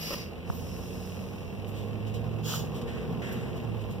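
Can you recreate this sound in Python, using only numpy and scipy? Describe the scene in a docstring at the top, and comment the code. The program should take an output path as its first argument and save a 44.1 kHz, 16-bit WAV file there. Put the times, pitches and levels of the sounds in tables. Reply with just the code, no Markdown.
"""Pulling away on a wet street

Inside a car at night, behind a fire truck. The engine's firing tones climb and ease off over road
rumble, tyre wash and a steady diesel clatter. Three hisses like released air stand out, jets of noise
with a faint whistle. Small rustles, wet swishes, a knock and a bump on the microphone dot the ride."""
import sys
import numpy as np
from scipy import signal
from scipy.fft import rfft, irfft
from scipy.io import wavfile
from scipy.ndimage import uniform_filter1d

SR = 44100
rng = np.random.default_rng(int(sys.argv[2]) if len(sys.argv) > 2 else 0)


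def transcribe(u):
    """Save the signal u as a 16-bit wav file named by the first command-line argument.

    u: samples, shape (n,) or (channels, n), limited to [-1, 1]; the rate is SR.
    q: integer samples, one column per channel.
    """
    v = np.clip(np.atleast_2d(u).T, -1, 1)
    q = np.round(v * 32767).astype(np.int16)
    wavfile.write(sys.argv[1], SR, q)


N = 176400
T, HZ = np.arange(N) / SR, np.fft.rfftfreq(N, 1 / SR)

# The revs (time [s], firing rate [Hz])
ENGINE_REVS = [(0, 81.17), (1, 90.92), (2, 106.2), (3, 120.2), (3.35, 122.8), (3.58, 119.7), (3.78, 107.4),
               (4, 97.7)]
# Weight of the engine note (time [s], firing tone [dB], its octave [dB])
ENGINE_LEVELS = [(0, -61, -42), (.3, -51.5, -50), (.55, -39, -48), (1.05, -44.5, -46), (1.5, -43, -49.5),
                 (1.8, -35, -51), (2.35, -32, -48.5), (2.7, -43, -50.5), (3.1, -42.5, -46), (3.5, -41, -53),
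                 (3.78, -31, -47.5), (4, -41.5, -58)]
# Weaker engine orders (pitch [x firing rate], level [dB])
ENGINE_ORDERS = [(.62, -58), (1.39, -54.5), (3, -55.5), (4, -57)]

# Noise bursts (start [s], attack [s], hold [s], release [dB/s], level [dB], tilt [dB/octave])
THIN_HISS_CUES = [(-.04, 0.085, 0.097, 168, -37.5, 1.5), (.17, 0.016, 0.047, 260, -45.5, -0.5)]
LONG_HISS_CUES = [(.43, 0.11, 0.55, 24.4, -53.5, 0)]
WIDE_HISS_CUES = [(2.415, 0.089, .055, 186, -35, 0)]
RUSTLE_CUES = [(1.665, .02, .005, 300, -55, 3), (1.71, 0.068, 0.011, 120, -51.5, -3.5),
               (2.06, 0.014, 0.013, 350, -51.5, -5), (2.139, 0.0024, 0.011, 334, -46.5, -4),
               (2.72, 0.049, 0.0094, 300, -49, -3), (2.812, 0.0024, 0.0057, 700, -48.5, -4.5),
               (2.865, 0.014, 0.014, 200, -43.5, -7), (3.2, 0.06, 0.11, 60, -57, -1),
               (3.321, 0.002, 0.004, 600, -48, 3), (3.555, 0.013, 0.014, 250, -55.5, -2.5),
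               (3.795, 0.018, 0.011, 300, -55, -4), (3.89, 0.023, .01, 300, -54.5, -0.5)]
SWISH_CUES = [(2.868, 0.012, 0.11, 88.75, -50, 0), (3.215, 0.0067, 0.042, 44, -43.5, 0)]
# Tone colour of those bursts (frequency [Hz], relative level [dB])
THIN_HISS_EQ = [(300, -1), (1500, -6.5), (2100, 4), (2750, 3.5), (3300, -6), (4300, -3), (4850, 7.5),
                (5500, -1), (7400, -13.5), (9400, -19.5), (10300, -12), (15600, -10), (17000, -60)]
LONG_HISS_EQ = [(1000, -17), (2800, -6.5), (4100, -6), (5500, -2), (7500, -11.5), (9400, -12.5),
                (10500, -8), (12500, -10.5), (15400, -9), (17000, -60)]
WIDE_HISS_EQ = [(300, -11), (1200, 1.5), (2050, -7.5), (3100, 1.5), (4200, -0.5), (5400, 0.5), (7100, -3.5),
                (7800, -11.5), (9300, -6), (10500, -21), (12000, -7), (14600, -4), (15800, -7),
                (17000, -60)]
RUSTLE_EQ = [(800, -33), (3000, 9), (4200, 1.5), (7000, 0), (10000, -5), (14500, 2), (16000, -34.5)]
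SWISH_EQ = [(400, -10), (1000, -2), (1900, 7), (3200, 1.5), (4200, -10.5), (5500, -10.5), (15000, -27)]
# Resonances of the air jets (frequency [Hz], half width [Hz], lift [dB])
THIN_JET_PEAKS = [(5400, 70, 5), (5930, 60, 5.5)]
WIDE_JET_PEAKS = [(2950, 91, 6.6), (3255, 25, 4.4), (6170, 41, 7), (6870, 30, 14)]
# Singing air (start [s], length [s], pitch [Hz], bend [Hz], width [Hz], level [dB])
WHISTLE_CUES = [(-.06, 0.14, 11840, -400, 60.3, -49), (.48, .16, 12400, 4000, 700, -55),
                (.62, 0.28, 5530, -220, 35, -58)]
# Sputter at the height of the first hiss (start [s], length [s], level [dB])
SPUTTER_CUES = [(0.105, 0.012, -35), (0.12, 0.027, -36.5)]
# Ring of the sputter and the knock (frequency [Hz], relative level [dB], 60 dB decay [s])
SPUTTER_RING = [(547, 2, 0.028), (1180, 3, 0.0086), (1870, -4.5, 0.021), (2720, -3, 0.011),
                (5300, -6, 0.0068)]
KNOCK_RING = [(1260, 1.5, 0.024), (1430, -9, .03)]

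# The road bed (time [s], rumble [dB], tyre wash [dB])
ROAD_LEVELS = [(0, -43, -51.5), (.6, -40.5, -49.5), (1.5, -40, -50), (2.2, -37.5, -48.5),
               (2.7, -36.5, -46.5), (3.5, -35.5, -46.5), (4, -38.5, -48.5)]
# Lumps in the rumble (time [s], frequency [Hz], level [dB])
ROAD_LUMPS = [(2.59, 135, -40), (3.12, 169, -38)]
# Tone colour of the background (frequency [Hz], relative level [dB])
RUMBLE_EQ = [(38, -26), (58, -4), (85, -3), (125, -3.5), (175, -1.5), (240, -4), (295, -13), (390, -8.5),
             (560, -14), (1500, -79)]
WASH_EQ = [(200, -19), (450, -1.5), (700, 2.5), (1050, -4.5), (1500, -14), (2000, -16.5), (3000, -22.5),
           (4000, -25.5), (6000, -26.5), (9000, -41.5), (16000, -30)]
FIZZ_EQ = [(1000, 7.5), (3000, 17.5), (5500, -5), (8000, -2), (11000, 0), (15500, 1.5)]
DIESEL_EQ = [(500, -7), (1700, 1.5), (2150, 6.5), (2700, 13.5), (3400, -3), (4100, -2), (6000, -11.5),
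             (12000, -50)]


def engine():
    """Firing tone and orders ride one rev curve, leaning right; the cabin drones briefly on the climb."""
    def tone(angle, db):
        flutter_db = drift(5.8)
        return np.sqrt(2) * amp(db + flutter_db) * np.sin(angle + 2 * np.pi * rng.random())
    drone_s, drone_hz, glide_hz_per_s = 2.4, 157, 20
    phase = sweep(curve(ENGINE_REVS) * (1 + .0059 * drift(16.5)))
    firing = tone(phase, curve(ENGINE_LEVELS))
    octave = tone(2 * phase, curve(ENGINE_LEVELS, column=2))
    orders = sum(tone(order * phase, db) for order, db in ENGINE_ORDERS)
    drone = tone(sweep(drone_hz + glide_hz_per_s * (T - drone_s)), db=-39.5)
    upper = octave + orders + drone * swell(drone_s, width_s=.33)
    return firing * pan(-13, 1.8) + upper * pan(-1.5, .5)


def air_hisses():
    """Turbulent jets with narrow resonances: a thin double spit, a long fading breath, a wide blast."""
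    thin = bursts(THIN_HISS_CUES, THIN_HISS_EQ, grain_db=.7, peaks=THIN_JET_PEAKS)
    long = bursts(LONG_HISS_CUES, LONG_HISS_EQ, grain_db=.5, peaks=THIN_JET_PEAKS)
    wide = bursts(WIDE_HISS_CUES, WIDE_HISS_EQ, grain_db=.9, peaks=WIDE_JET_PEAKS)
    return thin + long + wide


def whistles():
    """The escaping air sings in fuzzy tones that bend in pitch."""
    out = np.zeros((2, N))
    for start, length, hz, bend_hz, width_hz, db in WHISTLE_CUES:
        progress = np.clip((T - start) / length, 0, 1)
        phase = sweep(hz + bend_hz * progress)
        band = np.exp(-(HZ / width_hz) ** 2)
        tone = noise(band, shared=0) * np.cos(phase) + noise(band, shared=0) * np.sin(phase)
        out += amp(db) * np.sin(np.pi * progress) * unit(tone)
    return out


def sputter(pulses_per_s=720):
    """Short flurries of irregular pulses ring a few damped resonances."""
    out, ring = np.zeros((2, N)), ringing(SPUTTER_RING)
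    for start, length, db in SPUTTER_CUES:
        gate = (T > start) & (T < start + length)
        pulses = (rng.random(N) < pulses_per_s / SR) * rng.choice([-1, 1], N)
        breath = .037 * rng.standard_normal((2, N))
        flurry = signal.oaconvolve(gate * (pulses + breath), ring[None], axes=1)[:, :N]
        out += amp(db) * np.sqrt(length * SR / N) * unit(flurry)  # level over the flurry's own length
    return out


def knock(at_s=2.5385):
    """One hard blow rings briefly at the height of the loudest hiss."""
    blow = amp(-31.5) * (np.arange(N) == round(at_s * SR))
    return signal.oaconvolve(blow, ringing(KNOCK_RING))[:N]


def microphone_bump(at_s=.501, tick_hz=825, tick_s=.00045, thud_hz=130, thud_s=.0052):
    """A dull tick, then a thud that pushes the microphone's two ports in opposite ways."""
    t = T - at_s
    tick = -amp(-22) * np.exp(-(t / tick_s) ** 2) * np.sin(2 * np.pi * tick_hz * t)
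    thud = amp(-20) * np.exp(-(t / thud_s - .5) ** 2) * np.sin(2 * np.pi * thud_hz * t)
    return np.array([tick - thud, tick + thud])


def rustles():
    """Small, crisp flicks of grainy noise."""
    return bursts(RUSTLE_CUES, RUSTLE_EQ, grain_db=1)


def tyre_swishes():
    """Tyres splash on the wet street: two quick swishes with soft tails."""
    return bursts(SWISH_CUES, SWISH_EQ, grain_db=.5)


def road(cabin_hz=463.5, cabin_width_hz=27, lump_width_hz=27):
    """Lumpy rumble, tyre wash and a cabin resonance build over a faint, steady fizz."""
    rumble_db, wash_db = curve(ROAD_LEVELS), curve(ROAD_LEVELS, column=2)
    rumble = noise(colour(RUMBLE_EQ), shared=.37) * amp(rumble_db + .58 * drift(23)) * pan(-.8, .6)
    wash = noise(colour(WASH_EQ), shared=.28) * amp(wash_db + 1.47 * drift(29))
    bloom_db = 3.5 * (swell(2.82, width_s=.1) + swell(3.02, width_s=.1))
    cabin = noise(resonance(cabin_hz, cabin_width_hz), shared=1) * amp(wash_db + bloom_db)
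    for at_s, hz, db in ROAD_LUMPS:
        band = np.exp(-((HZ - hz) / lump_width_hz) ** 2)
        rumble += amp(db) * swell(at_s, width_s=.1) * noise(band, shared=.57)
    fizz = amp(-58) * noise(colour(FIZZ_EQ), shared=.034)
    return rumble + wash + cabin + fizz


def diesel(firings_per_s=42, decay_s=.0025, spread_db=1.5, level_db=-54.5):
    """Each firing of an idling diesel gives a short, bright rattle over a steady bed of noise."""
    firings = np.cumsum(firings_per_s * (1 + .005 * drift(5.2))) / SR
    strength = amp(spread_db * rng.standard_normal(N))[firings.astype(int)]
    age_s = (firings % 1) / firings_per_s
    envelope = .38 + strength * np.exp(-age_s / decay_s)
    return amp(level_db) * unit(envelope * noise(colour(DIESEL_EQ), shared=.062))


def bursts(cues, eq, grain_db, peaks=()):
    """Fine-grained noise that swells, holds and dies away on each cue."""
    out, grain = np.zeros((2, N)), unit(amp(grain_db * drift(140)))
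    gain = colour(eq) * amp(sum(db * resonance(hz, width) for hz, width, db in peaks))
    for start, attack, hold, release, db, tilt_db in cues:
        rise = np.sin(np.pi / 2 * np.clip((T - start) / attack, 0, 1)) ** 2
        level = amp(db - release * np.maximum(T - start - attack - hold, 0))
        out += rise * level * noise(gain * amp(tilt_db * np.log2(HZ + 1)), shared=.081)
    return out * grain


def noise(gain, shared):
    """Stereo noise with a share of its power in the centre; cabin reflections ripple its spectrum."""
    white = rng.standard_normal((3, N))
    pair = np.sqrt(shared) * white[2] + np.sqrt(1 - shared) * white[:2]
    ripple = uniform_filter1d(rng.standard_normal(len(HZ)), size=100)
    ripple = unit(uniform_filter1d(ripple, size=100))
    ripple_db = 2.2 * ripple * HZ / (HZ + 300)  # smoother in the bass
    return unit(irfft(rfft(pair) * gain * amp(ripple_db), N))


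def ringing(modes):
    """The ring of one strike: a sum of damped sines."""
    t = np.arange(4000) / SR
    return sum(amp(db - 60 * t / t60) * np.sin(2 * np.pi * hz * t) for hz, db, t60 in modes)


def resonance(hz, half_width_hz):
    """A peak in the spectrum, of height 1."""
    return 1 / (1 + ((HZ - hz) / half_width_hz) ** 2)


def colour(eq):
    """Gain per frequency from an EQ curve."""
    hz, db = np.transpose(eq)
    return amp(np.interp(np.log(HZ + 1), np.log(hz), db))


def curve(table, column=1):
    """An automation lane: one column, joined by straight lines in time."""
    rows = np.array(table)
    return np.interp(T, rows[:, 0], rows[:, column])


def swell(at_s, width_s):
    """A smooth rise and fall, of height 1."""
    return np.exp(-((T - at_s) / width_s) ** 2)


def drift(rate_hz):
    """Smooth random motion of rms 1."""
    return unit(irfft(rfft(rng.standard_normal(N)) / (1 + (HZ / rate_hz) ** 4), N))


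def sweep(hz):
    """Phase of a gliding pitch."""
    return 2 * np.pi * np.cumsum(hz) / SR


def pan(left_db, right_db):
    """A gain for each side."""
    return amp([[left_db], [right_db]])


def amp(db):
    """Decibels to gain."""
    return 10 ** (np.asarray(db) / 20)


def unit(x):
    """Scales to rms 1."""
    return x / np.sqrt(np.mean(x ** 2) + 1e-20)


def scene():
    """Engine, road and diesel carry the ride; hisses and small accents sit on top."""
    hisses = air_hisses()
    accents = rustles() + tyre_swishes() + microphone_bump()
    ride = engine() + road() + diesel()
    return ride + hisses + whistles() + sputter() + knock() + accents


def record(dry, crossfeed=.71, delay_s=20 / SR, bass_hz=520, cutoff_hz=15800):
    """Widens the image by subtracting a delayed copy of the other side above the bass; trims the top."""
    above_bass = HZ ** 4 / (HZ ** 4 + bass_hz ** 4)
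    feed = crossfeed * np.exp(-2j * np.pi * HZ * delay_s) * above_bass
    spectrum = rfft(dry)
    wide = irfft((spectrum - feed * spectrum[::-1]) / np.sqrt(1 + abs(feed) ** 2), N)
    lowpass = signal.firwin(511, cutoff_hz, window=("kaiser", 9), fs=SR)
    return signal.oaconvolve(wide, lowpass[None], "same")


dry = scene()
out = record(dry)
transcribe(out)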